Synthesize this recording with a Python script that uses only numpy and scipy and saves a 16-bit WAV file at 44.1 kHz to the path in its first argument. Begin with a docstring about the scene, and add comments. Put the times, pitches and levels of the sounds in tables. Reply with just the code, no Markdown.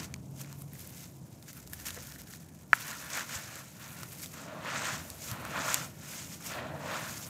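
"""Outdoors, close by: bare hands snap a dry cement cake, crush it, scoop the grit and pour it onto a heap.
The material is four crowds of tiny damped grain rings over hiss, gated by the gestures of the hands.
Snaps are decaying tones with noise, a clap is a bank of air resonances, thuds are low damped tones.
Below lies filtered-noise rumble of distant traffic, with thumps from the digging hands;
behind are a far engine's wavering drone that fades, and a thin hiss."""
import sys
import numpy as np
from scipy import signal
from scipy.fft import rfft, irfft, next_fast_len
from scipy.io import wavfile
from scipy.ndimage import uniform_filter1d

SR = 44100
rng = np.random.default_rng(int(sys.argv[2]) if len(sys.argv) > 2 else 0)


def wav_record(signal):
    """Record a signal, one row per channel, as 16-bit PCM in the file named by sys.argv[1]."""
    frames = np.transpose(np.atleast_2d(signal))
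    bounded = np.clip(frames, -1, 1)
    # unit amplitude maps onto the largest positive 16-bit level
    quanta = np.round(bounded * 32767).astype(np.int16)
    wavfile.write(sys.argv[1], SR, quanta)


N = 321489

# Spectral shapes of the four grain crowds. Each row: frequency in Hz, relative density in dB per Hz.
CRUSH_SPECTRUM = [(500, -31), (850, -9.5), (1050, -5), (1230, -7.5), (1400, -1.5), (1580, -6.5),
                  (1750, -2.5), (2050, -7.5), (2500, -6.5), (3100, -11.5), (4200, -14.5), (7000, -29)]
SCOOP_SPECTRUM = [(170, -15), (250, -6), (390, -17), (500, -6.5), (570, -4.5), (640, -2), (720, -7),
                  (800, -9.5), (1000, -10.5), (2000, -12.5)]
GRIT_SPECTRUM = [(2000, -4), (3300, -10), (4300, -9.5), (5500, -6), (6800, -3), (8300, -8), (10500, -25.5)]
DUST_SPECTRUM = [(7500, -7.5), (9800, -6.5), (11500, -6.5), (13200, -5), (14800, -6.5), (15700, -16),
                 (15900, -47)]
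# Handfuls that crumble or spill. Each row: peak time in seconds, swell in seconds, fade in seconds,
# then peak levels before flicker: crushing in dB, pouring grit in dB, fine dust in dB.
SPILLS = [(0.042, 0.15, 0.026, -50, -48.5, -53.5), (0.414, .05, 0.034, -55.5, -53, -54),
          (0.516, 0.11, 0.052, -58, -59.5, -64), (0.601, 0.047, 0.046, -67, -58.5, -55),
          (0.846, 0.17, 0.1, -61.5, -56.5, -54), (1.033, 0.23, 0.064, -60.5, -54, -56),
          (1.429, 0.012, 0.022, -65, -62, -62), (1.499, 0.02, 0.014, -56, -49.5, -53),
          (1.579, 0.036, .035, -57.5, -57, -57), (1.736, 0.015, 0.013, -52, -55, -46),
          (1.808, 0.041, 0.047, -56, -49.5, -50), (1.865, 0.015, 0.085, -50.5, -46.5, -46),
          (1.95, 0.15, 0.2, -65, -50.5, -54), (2.118, 0.094, 0.037, -58.5, -54, -53),
          (2.212, .06, 0.031, -67, -53.5, -58), (2.33, 0.12, .05, -64.5, -55, -58),
          (2.429, 0.11, 0.03, -71, -59.5, -62), (2.752, 0.017, 0.15, -48, -50.5, -52.5),
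          (2.883, 0.084, 0.13, -43.5, -45.5, -49.5), (3.173, 0.075, 0.069, -36.5, -39.5, -48),
          (3.345, 0.099, 0.12, -41.5, -44, -49.5), (3.03, 0.11, 0.12, -49, -58, -57),
          (3.562, 0.16, 0.11, -47, -51, -54.5), (3.84, 0.097, 0.28, -51, -55, -56),
          (4.01, .13, 0.06, -51.5, -53.5, -57), (4.128, 0.043, 0.055, -55.5, -51.5, -52.5),
          (4.238, 0.087, 0.045, -54.5, -48.5, -49.5), (4.38, 0.046, 0.13, -46, -51.5, -63),
          (4.665, 0.03, .09, -39.5, -61, -63), (4.76, .12, 0.16, -36, -45, -57),
          (4.88, 0.11, 0.13, -36.5, -40, -51.5), (5.09, 0.23, 0.076, -75, -59.5, -56),
          (5.3, 0.14, 0.058, -57, -44.5, -47.5), (5.712, 0.14, 0.11, -36, -37.5, -47),
          (6.136, .14, 0.19, -47, -46, -50), (6.343, 0.092, 0.036, -56, -50, -52.5),
          (6.465, 0.054, 0.12, -47.5, -45, -48), (6.95, 0.13, 0.18, -38.5, -47, -54.5)]
# Hands dig into the heap, dull and low. 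Each row: peak time in seconds, swell in seconds, fade in seconds,
# then peak levels before flicker: scooping in dB, crushing in dB.
DIGS = [(0.0, .1, 0.13, -64, -54), (1.971, 0.014, 0.043, -50, -55), (4.5, .12, 0.68, -48.5, -52.5),
        (5.15, 0.11, 0.15, -59.5, -73), (5.36, 0.11, 0.3, -49, -44.5), (5.58, 0.1, 0.14, -42, -37.5),
        (5.83, .15, 0.058, -48, -47.5), (6.52, 0.043, 0.11, -55, -40.5), (6.59, 0.1, 0.15, -41, -43),
        (6.72, 0.11, 0.13, -43, -71), (6.89, 0.1, 0.15, -41.5, -47.5)]
# Loose grains trickle between the handfuls. Each row: time in seconds, grit level before flicker in dB.
TRICKLE = [(0, -67.5), (1.1, -67), (1.7, -61.5), (2.4, -67), (2.62, -64.5), (2.72, -68), (2.95, -61),
           (3.1, -54), (3.4, -62), (4.3, -56.5), (4.5, -65), (5.15, -58), (5.45, -56), (5.85, -49.5),
           (5.93, -65), (6.7, -64.5), (6.85, -61), (7.1, -47), (7.29, -49.5)]
# How lumpy the material still is; powder flows evenly. 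Each row: time in seconds, share from 0 to 1.
LUMPINESS = [(0, 0.53), (2.5, 1), (3.5, 0.43), (4.3, 0.64), (4.6, 0.3), (5.3, 0.37), (6, 0.05),
             (7.29, 0.25)]
# The handling noise jumps in level at once, then eases back.
# Each row: time in seconds, level change in dB (negative = drop).
LEVEL_JUMPS = [(.358, 5.5), (1.478, 2), (1.53, 11), (1.565, -2), (1.853, 7), (2.731, 20), (3.1, 3),
               (3.207, 3.5), (3.29, 4), (4.031, 7.5), (4.335, 7), (6.405, 5)]
# The hollow between the hands favours one pitch.
# Each row: time in seconds, pitch in Hz, gain of the resonance in dB.
HOLLOW = [(0, 1610, -13), (2.5, 1640, 8), (2.8, 1520, -4), (4.33, 1350, -18.5), (4.57, 950, 4),
          (4.75, 1320, -10), (5.43, 1110, -4), (5.6, 1160, -2.5), (6.5, 1420, -24), (6.77, 665, 4.5),
          (6.93, 1170, -2.5), (7.29, 1310, -2.5)]
# Single snaps of crust and pebbles. Each row: nominal start in seconds, knock level in dB,
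# knock pitch in Hz, splinter level in dB, sparkle level in dB (levels before the decay).
SNAPS = [(0.14, -27.5, 2320, -30, -52), (0.161, -44, 1030, -49, -61), (0.405, -41, 1010, -52, -49),
         (0.4137, -43, 1630, -37, -36), (0.4453, -39, 2250, -47, -61), (0.5268, -40, 1010, -43, -41),
         (0.6197, -45, 1090, -53, -40), (0.733, -43, 1840, -56, -43.5), (0.7537, -42, 2000, -53, -53),
         (0.8734, -51, 2440, -55, -38), (1.4256, -51, 2360, -47.5, -53), (1.4816, -41, 1720, -53, -52),
         (1.53, -44, 2010, -53, -41), (1.568, -42, 2540, -50, -49), (1.674, -47, 982, -46, -43),
         (1.733, -30.5, 1800, -33, -35), (1.8531, -43, 2680, -52, -41), (1.884, -30, 2700, -49, -32.5),
         (1.8905, -31, 1630, -41, -46), (1.9046, -33, 1430, -32, -46), (1.9447, -43, 950, -41, -41),
         (2.0701, -57, 1730, -48, -42), (2.121, -40, 1780, -38.5, -47), (2.1593, -36, 1790, -55, -53),
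         (2.217, -48, 942, -47, -42), (2.3359, -34.5, 1770, -44, -53), (2.7544, -41, 1360, -51, -45),
         (2.911, -40, 1790, -37, -41), (3.1026, -38, 1750, -38, -41), (3.208, -25, 1800, -41, -50),
         (3.5557, -44, 1340, -42, -41), (4.0321, -31.5, 1340, -37, -45), (4.2337, -35.5, 1690, -37, -48),
         (4.259, -44, 1170, -37, -41), (4.6478, -26, 1180, -44, -55), (4.819, -22.5, 1420, -36, -46),
         (4.884, -28, 1420, -40, -51), (5.1013, -61, 890, -41, -35), (5.3136, -31, 1380, -33, -35),
         (5.451, -27, 1350, -42, -37), (5.591, -21, 1400, -40, -39), (5.7426, -22, 2520, -18.5, -18),
         (5.8503, -33, 1430, -48, -50), (6.8592, -28, 1040, -47, -67), (7.095, -29.5, 1720, -38, -45)]
# Cupped palms clap shut on the lumps. The one row: time in seconds, overall gain in dB.
CLAP = (2.7316, 5.5)
# Resonances of the trapped air. Each row: frequency in Hz, relative level in dB, 60 dB decay in seconds.
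CUP_MODES = [(1040, -39, 0.04), (1484, -8.5, 0.017), (1716, -5.5, 0.012), (2050, -20, 0.016),
             (4960, -12, 0.0017), (8100, -13.5, 0.0014), (12000, -19, 0.0014)]
# Soft lumps land on the heap. Each row: start in seconds, level before decay in dB, pitch in Hz,
# 60 dB decay in seconds.
THUDS = [(1.961, -48, 596, 0.016), (1.975, -33, 483, 0.024), (1.987, -49, 325, 0.019),
         (3.356, -32, 94, 0.069), (5.314, -23, 115, 0.066)]
# Spectral shapes of the low rumble, of heavy vehicles and of outdoor hiss.
# Each row: frequency in Hz, relative density in dB per Hz.
RUMBLE_SPECTRUM = [(47, -26), (80, -10), (141, -1), (294, -11), (320, -12.5), (389, -18.5), (479, -20),
                   (598, -21), (651, -20.5), (864, -26), (930, -25), (1500, -39), (1950, -73), (3300, -120)]
HEAVY_SPECTRUM = [(30, -40), (42, -29), (55, -15.5), (70, -10.5), (90, -6.5), (120, -29)]
AIR_SPECTRUM = [(700, -15), (1500, -28), (3000, -10), (6500, 11.5), (10000, 11.5), (14000, -27),
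                (15700, -23), (15900, -55)]
# Levels of the low rumble: distant traffic, with thumps from the digging hands.
# Each row: time in seconds, level before wander in dB.
RUMBLE_LEVEL = [(0.0, -45.5), (0.1, -48.5), (1.24, -51), (1.54, -54), (1.83, -51), (2.35, -52),
                (3.84, -52.5), (4.0, -49), (4.32, -51), (4.95, -47), (5.16, -54), (5.42, -45), (5.7, -49),
                (6.48, -50), (6.76, -45), (7.29, -50)]
# Levels of the heavy vehicles. Each row: time in seconds, level in dB.
HEAVY_LEVEL = [(0, -48), (.35, -68), (.83, -57), (1.24, -69), (1.8, -52.5), (2.13, -55), (2.4, -62),
               (4.8, -69), (5, -55.5), (6.0, -65), (6.5, -59), (7.29, -67)]
# A far engine drones. Each row: time in seconds, mean pitch in Hz, level before wander and fade in dB.
DRONE = [(0.0, 135.8, -47.5), (0.626, 136.5, -47), (1.162, 136.5, -72), (1.208, 133.6, -48.5),
         (1.4, 123.7, -61)]

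SWELL_DB, ROUNDNESS = 12, 1.284  # fall over one swell or fade; 1 = pointed peak, 2 = rounded top
SCOOP_UNDER_CRUSH_DB = -11  # every crushed handful also stirs the heap
TRICKLE_CRUSH_DB, TRICKLE_SCOOP_DB, TRICKLE_DUST_DB = -9, -8, -2  # relative to the grit
JUMP_EASE_S, SNAP_T60_S = 0.014, 0.0076
AIR_DB = -73.5
EDGE_HZ = 16800


def handling():
    """Amplitude modulation: clumped release makes all crowds flicker together, and each a little alone."""
    lumpy = np.clip(curve(LUMPINESS, axis=1), 0, 1)
    clumps = lumpy * (0.71 * wander(44) + 0.68 * wander(120))
    listed, small = level_jumps(lumpy, per_s=53, jump_db=4.5, ease_s=0.00099)
    crushing, scooping, pouring, dusting = effort()

    crush = hollow(grains(CRUSH_SPECTRUM, per_s=1200, spread_db=2.0, turns=2.23, bed_db=4.0))
    crush *= crushing * amp(1.3 * clumps + 1.3 * wander(17))
    scoop = grains(SCOOP_SPECTRUM, per_s=800, spread_db=0.5, turns=1.75, bed_db=0.5)
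    scoop *= scooping * amp(0.6 * clumps + 0.2 * wander(22))
    grit = grains(GRIT_SPECTRUM, per_s=3600, spread_db=3.5, turns=2.1, bed_db=1.0)
    grit *= pouring * amp(2.9 * clumps + 1.45 * wander(22))
    dust = grains(DUST_SPECTRUM, per_s=5500, spread_db=3.5, turns=1.7, bed_db=-3.0)
    dust *= dusting * amp(3.3 * clumps + 1.0 * wander(30))

    jumping = amp(0.22 * small) * crush + amp(small) * (grit + dust)  # coarse lumps jump less
    return patchy(scoop + amp(listed) * jumping, patchy_db=0.5)


def grains(points, per_s, spread_db, turns, bed_db, count=8):
    """Shot noise: grains of several sizes each ring a few turns; countless small ones blur into hiss."""
    clicks = np.zeros(N)
    for hz in np.geomspace(points[1][0], points[-2][0], count):
        t = np.arange(1, 300) / SR * hz / turns  # time in units of `turns` periods
        phase = 2 * np.pi * rng.random()
        ring = t * np.exp(-3 * t) * np.cos(2 * np.pi * turns * t + phase)
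        struck = rng.random(N) < per_s / count / SR
        size = np.minimum(rng.exponential(1, N), 5)
        train = struck * amp(spread_db * size) * rng.choice([-1., 1.], N)
        clicks += np.sqrt(hz) * signal.oaconvolve(train, ring / np.linalg.norm(ring))[:N]
    flat_band = [(points[0][0], 0), (points[-1][0], 0)]
    bed = coloured(rng.standard_normal(N), flat_band)
    return coloured(evened(clicks) + amp(bed_db) * bed, points)


def hollow(crush):
    """Cavity resonance: the space between the hands reinforces one moving pitch."""
    stirred = crush + 0.76 * coloured(rng.standard_normal(N), SCOOP_SPECTRUM)
    cavity = resonate(stirred, curve(HOLLOW, axis=1), width=550)
    return evened(crush + amp(curve(HOLLOW, axis=2)) * cavity)


def resonate(x, hz, width):
    """Heterodyne filtering: the moving pitch shifts to zero, is smoothed and shifts back, at gain 1."""
    turn = np.exp(2j * np.pi * np.cumsum(hz) / SR)
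    r = np.exp(-np.pi * width / SR)  # width in Hz
    return 2 * (turn * signal.lfilter([1 - r], [1, -r], x / turn)).real


def effort():
    """Energy addition: powers of handfuls, digs and trickle sum, and their roots are the crowd gains."""
    trickle = amp(2 * curve(TRICKLE, axis=1))
    crushed = strokes(SPILLS, axis=3)
    crush = crushed + strokes(DIGS, axis=4) + amp(2 * TRICKLE_CRUSH_DB) * trickle
    scoop = amp(2 * SCOOP_UNDER_CRUSH_DB) * crushed + strokes(DIGS, axis=3)
    scoop += amp(2 * TRICKLE_SCOOP_DB) * trickle
    grit = strokes(SPILLS, axis=4) + trickle
    dust = strokes(SPILLS, axis=5) + amp(2 * TRICKLE_DUST_DB) * trickle
    return np.sqrt([crush, scoop, grit, dust])


def strokes(rows, axis):
    """Energy envelope: the power of each gesture swells to a peak and dies away, and all powers add."""
    rows = np.array(rows)
    t = np.arange(N // 32 + 2)[:, None] * 32 / SR
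    peak_s = rows[:, 0]
    flank_s = np.where(t < peak_s, rows[:, 1], rows[:, 2])
    away = abs(t - peak_s) / np.maximum(flank_s, .005)
    level_db = rows[:, axis] - SWELL_DB * np.minimum(away, 4) ** ROUNDNESS
    power = amp(2 * level_db).sum(axis=1)
    return np.interp(np.arange(N) / SR, t[:, 0], power)


def level_jumps(lumpy, per_s, jump_db, ease_s):
    """Step and relaxation: the level in dB jumps at once and eases back, as listed and at random."""
    jumps = jump_db * np.minimum(rng.exponential(1, N), 2)
    kicks = (rng.random(N) < per_s / SR) * jumps
    small = signal.lfilter([1], [1, -np.exp(-1 / (ease_s * SR))], kicks)
    listed = np.zeros(N)
    for s, db in LEVEL_JUMPS:
        add(listed, s, np.linspace(db, 0, round(JUMP_EASE_S * SR)))
    return listed, lumpy * (small - small.mean())


def patchy(x, patchy_db):
    """Random spectral shading: chance makes the colour drift in small patches of pitch and time."""
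    z = signal.stft(x, nperseg=512, noverlap=384)[2]
    field = rng.standard_normal(z.shape[::-1])  # time by frequency
    field = uniform_filter1d(field, size=16, axis=0)
    field = evened(uniform_filter1d(field, size=4, axis=1)).T
    return signal.istft(z * amp(patchy_db * field), nperseg=512, noverlap=384)[1][:N]


def snaps():
    """Brittle fracture: a damped knock with splinter and sparkle noise, gone within milliseconds."""
    out, t = np.zeros(N), np.arange(900) / SR
    noise = rng.standard_normal((len(SNAPS), len(t)))
    noise[:, 4] = 6  # one sharp crack within the noise
    mid_band = signal.butter(2, [2800, 8000], "bandpass", fs=SR, output="sos")
    top_band = signal.butter(5, [8000, 15000], "bandpass", fs=SR, output="sos")
    mid, top = signal.sosfilt(mid_band, noise), signal.sosfilt(top_band, noise)
    fall = amp(-60 * t / SNAP_T60_S) * (1 - np.exp(-t / .00008))
    for (s, knock_db, knock_hz, splinter_db, sparkle_db), splinter, sparkle in zip(SNAPS, mid, top):
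        knock = amp(knock_db) * np.sin(2 * np.pi * knock_hz * t)
        shards = amp(splinter_db) * evened(splinter) + amp(sparkle_db) * evened(sparkle)
        add(out, s + 0.00082, fall * (knock + shards))
    return out


def clap():
    """Cavity modes: closing palms set trapped air ringing, which bounces between hands and ground."""
    out, t = np.zeros(N), np.arange(2000) / SR
    start_s, gain_db = CLAP
    ring = sum(amp(db - 60 * t / t60) * np.sin(-2 * np.pi * hz * t) for hz, db, t60 in CUP_MODES)
    ring *= amp(gain_db) * (1 - np.exp(-(t / .0004) ** 2))  # the palms close within a millisecond
    no_bass = signal.butter(1, 500, "highpass", fs=SR, output="sos")  # small palms push no bass
    ring = signal.sosfilt(no_bass, ring)
    for bounce in range(3):
        add(out, start_s + 0.00307 * bounce, amp(-11.5 * bounce) * ring)
    return out


def thuds():
    """Damped oscillation: a soft push that swings at its pitch and dies away."""
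    out, t = np.zeros(N), np.arange(6000) / SR
    for s, db, hz, t60 in THUDS:
        onset = 1 - np.exp(-t * hz / 0.5)
        add(out, s, amp(db - 60 * t / t60) * onset * np.sin(2 * np.pi * hz * t))
    return out


def low_rumble():
    """Filtered noise: distant traffic with thumps from the digging hands, and heavy vehicles."""
    level = amp(curve(RUMBLE_LEVEL, axis=1) + 0.4 * wander(7.6))
    rumble = coloured(rng.standard_normal(N), RUMBLE_SPECTRUM) * level
    heavy = coloured(rng.standard_normal(N), HEAVY_SPECTRUM) * amp(curve(HEAVY_LEVEL, axis=1))
    return rumble + heavy


def far_engine():
    """Frequency modulation: a drone wavers in pitch and level, then fades."""
    pitch_hz = curve(DRONE, axis=1) + 3.04 * wander(8.4)
    drone = np.sin(2 * np.pi * np.cumsum(pitch_hz) / SR)
    fade_s = DRONE[-1][0]
    fade = np.interp(np.arange(N) / SR, [fade_s, fade_s + 0.94], [1, 0])
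    return drone * fade * amp(curve(DRONE, axis=2) + 0.7 * wander(9.9))


def outdoor_hiss():
    """Stationary noise: a thin hiss of fixed colour and level."""
    return amp(AIR_DB) * coloured(rng.standard_normal(N), AIR_SPECTRUM)


def amp(db):
    """Logarithmic level: decibels to gain."""
    return 10 ** (np.asarray(db) / 20)


def evened(x):
    """Normalisation: scales to rms 1."""
    return x / np.sqrt(np.mean(x ** 2) + 1e-20)


def read(points, hz):
    """Logarithmic pitch: interpolates a spectrum in log frequency, -90 dB outside it."""
    f, value = np.transpose(points)
    return np.interp(np.log(hz + 1), np.log(f + 1), value, -90, -90)


def curve(rows, axis):
    """Linear interpolation: one column of a table, sample by sample."""
    rows = np.array(rows)
    return np.interp(np.arange(N) / SR, rows[:, 0], rows[:, axis])


def coloured(x, points):
    """Spectral shaping: multiplies the spectrum by a curve and scales the result to rms 1."""
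    size = next_fast_len(N)
    gain = amp(read(points, np.fft.rfftfreq(size, 1 / SR)))
    return evened(irfft(rfft(x, size) * gain, size)[:N])


def wander(hz):
    """Low-passed noise: slow chance variation up to about a given rate, rms 1."""
    step = rng.standard_normal(N // 32 + 2)
    slow = signal.sosfiltfilt(signal.butter(1, hz, fs=SR / 32, output="sos"), step)
    return evened(np.interp(np.arange(N) / 32, np.arange(len(step)), slow))


def add(mix, s, sound):
    """Superposition: mixes a sound in at a time in seconds."""
    part = mix[round(s * SR):][:len(sound)]
    part += sound[:len(part)]


def scene():
    """Superposition: the hands and their events over the background."""
    hands = handling() + snaps() + clap() + thuds()
    return (hands + low_rumble() + far_engine() + outdoor_hiss())[None]


def record(dry):
    """Band limitation: the small microphone drops the lowest bass, then the treble is cut off."""
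    thin = signal.sosfilt(signal.butter(3, 55, "highpass", fs=SR, output="sos"), dry)
    low_pass = signal.firwin(511, EDGE_HZ, window=("kaiser", 9), fs=SR)
    return signal.oaconvolve(thin, low_pass[None], "same")


dry = scene()
out = record(dry)
wav_record(out)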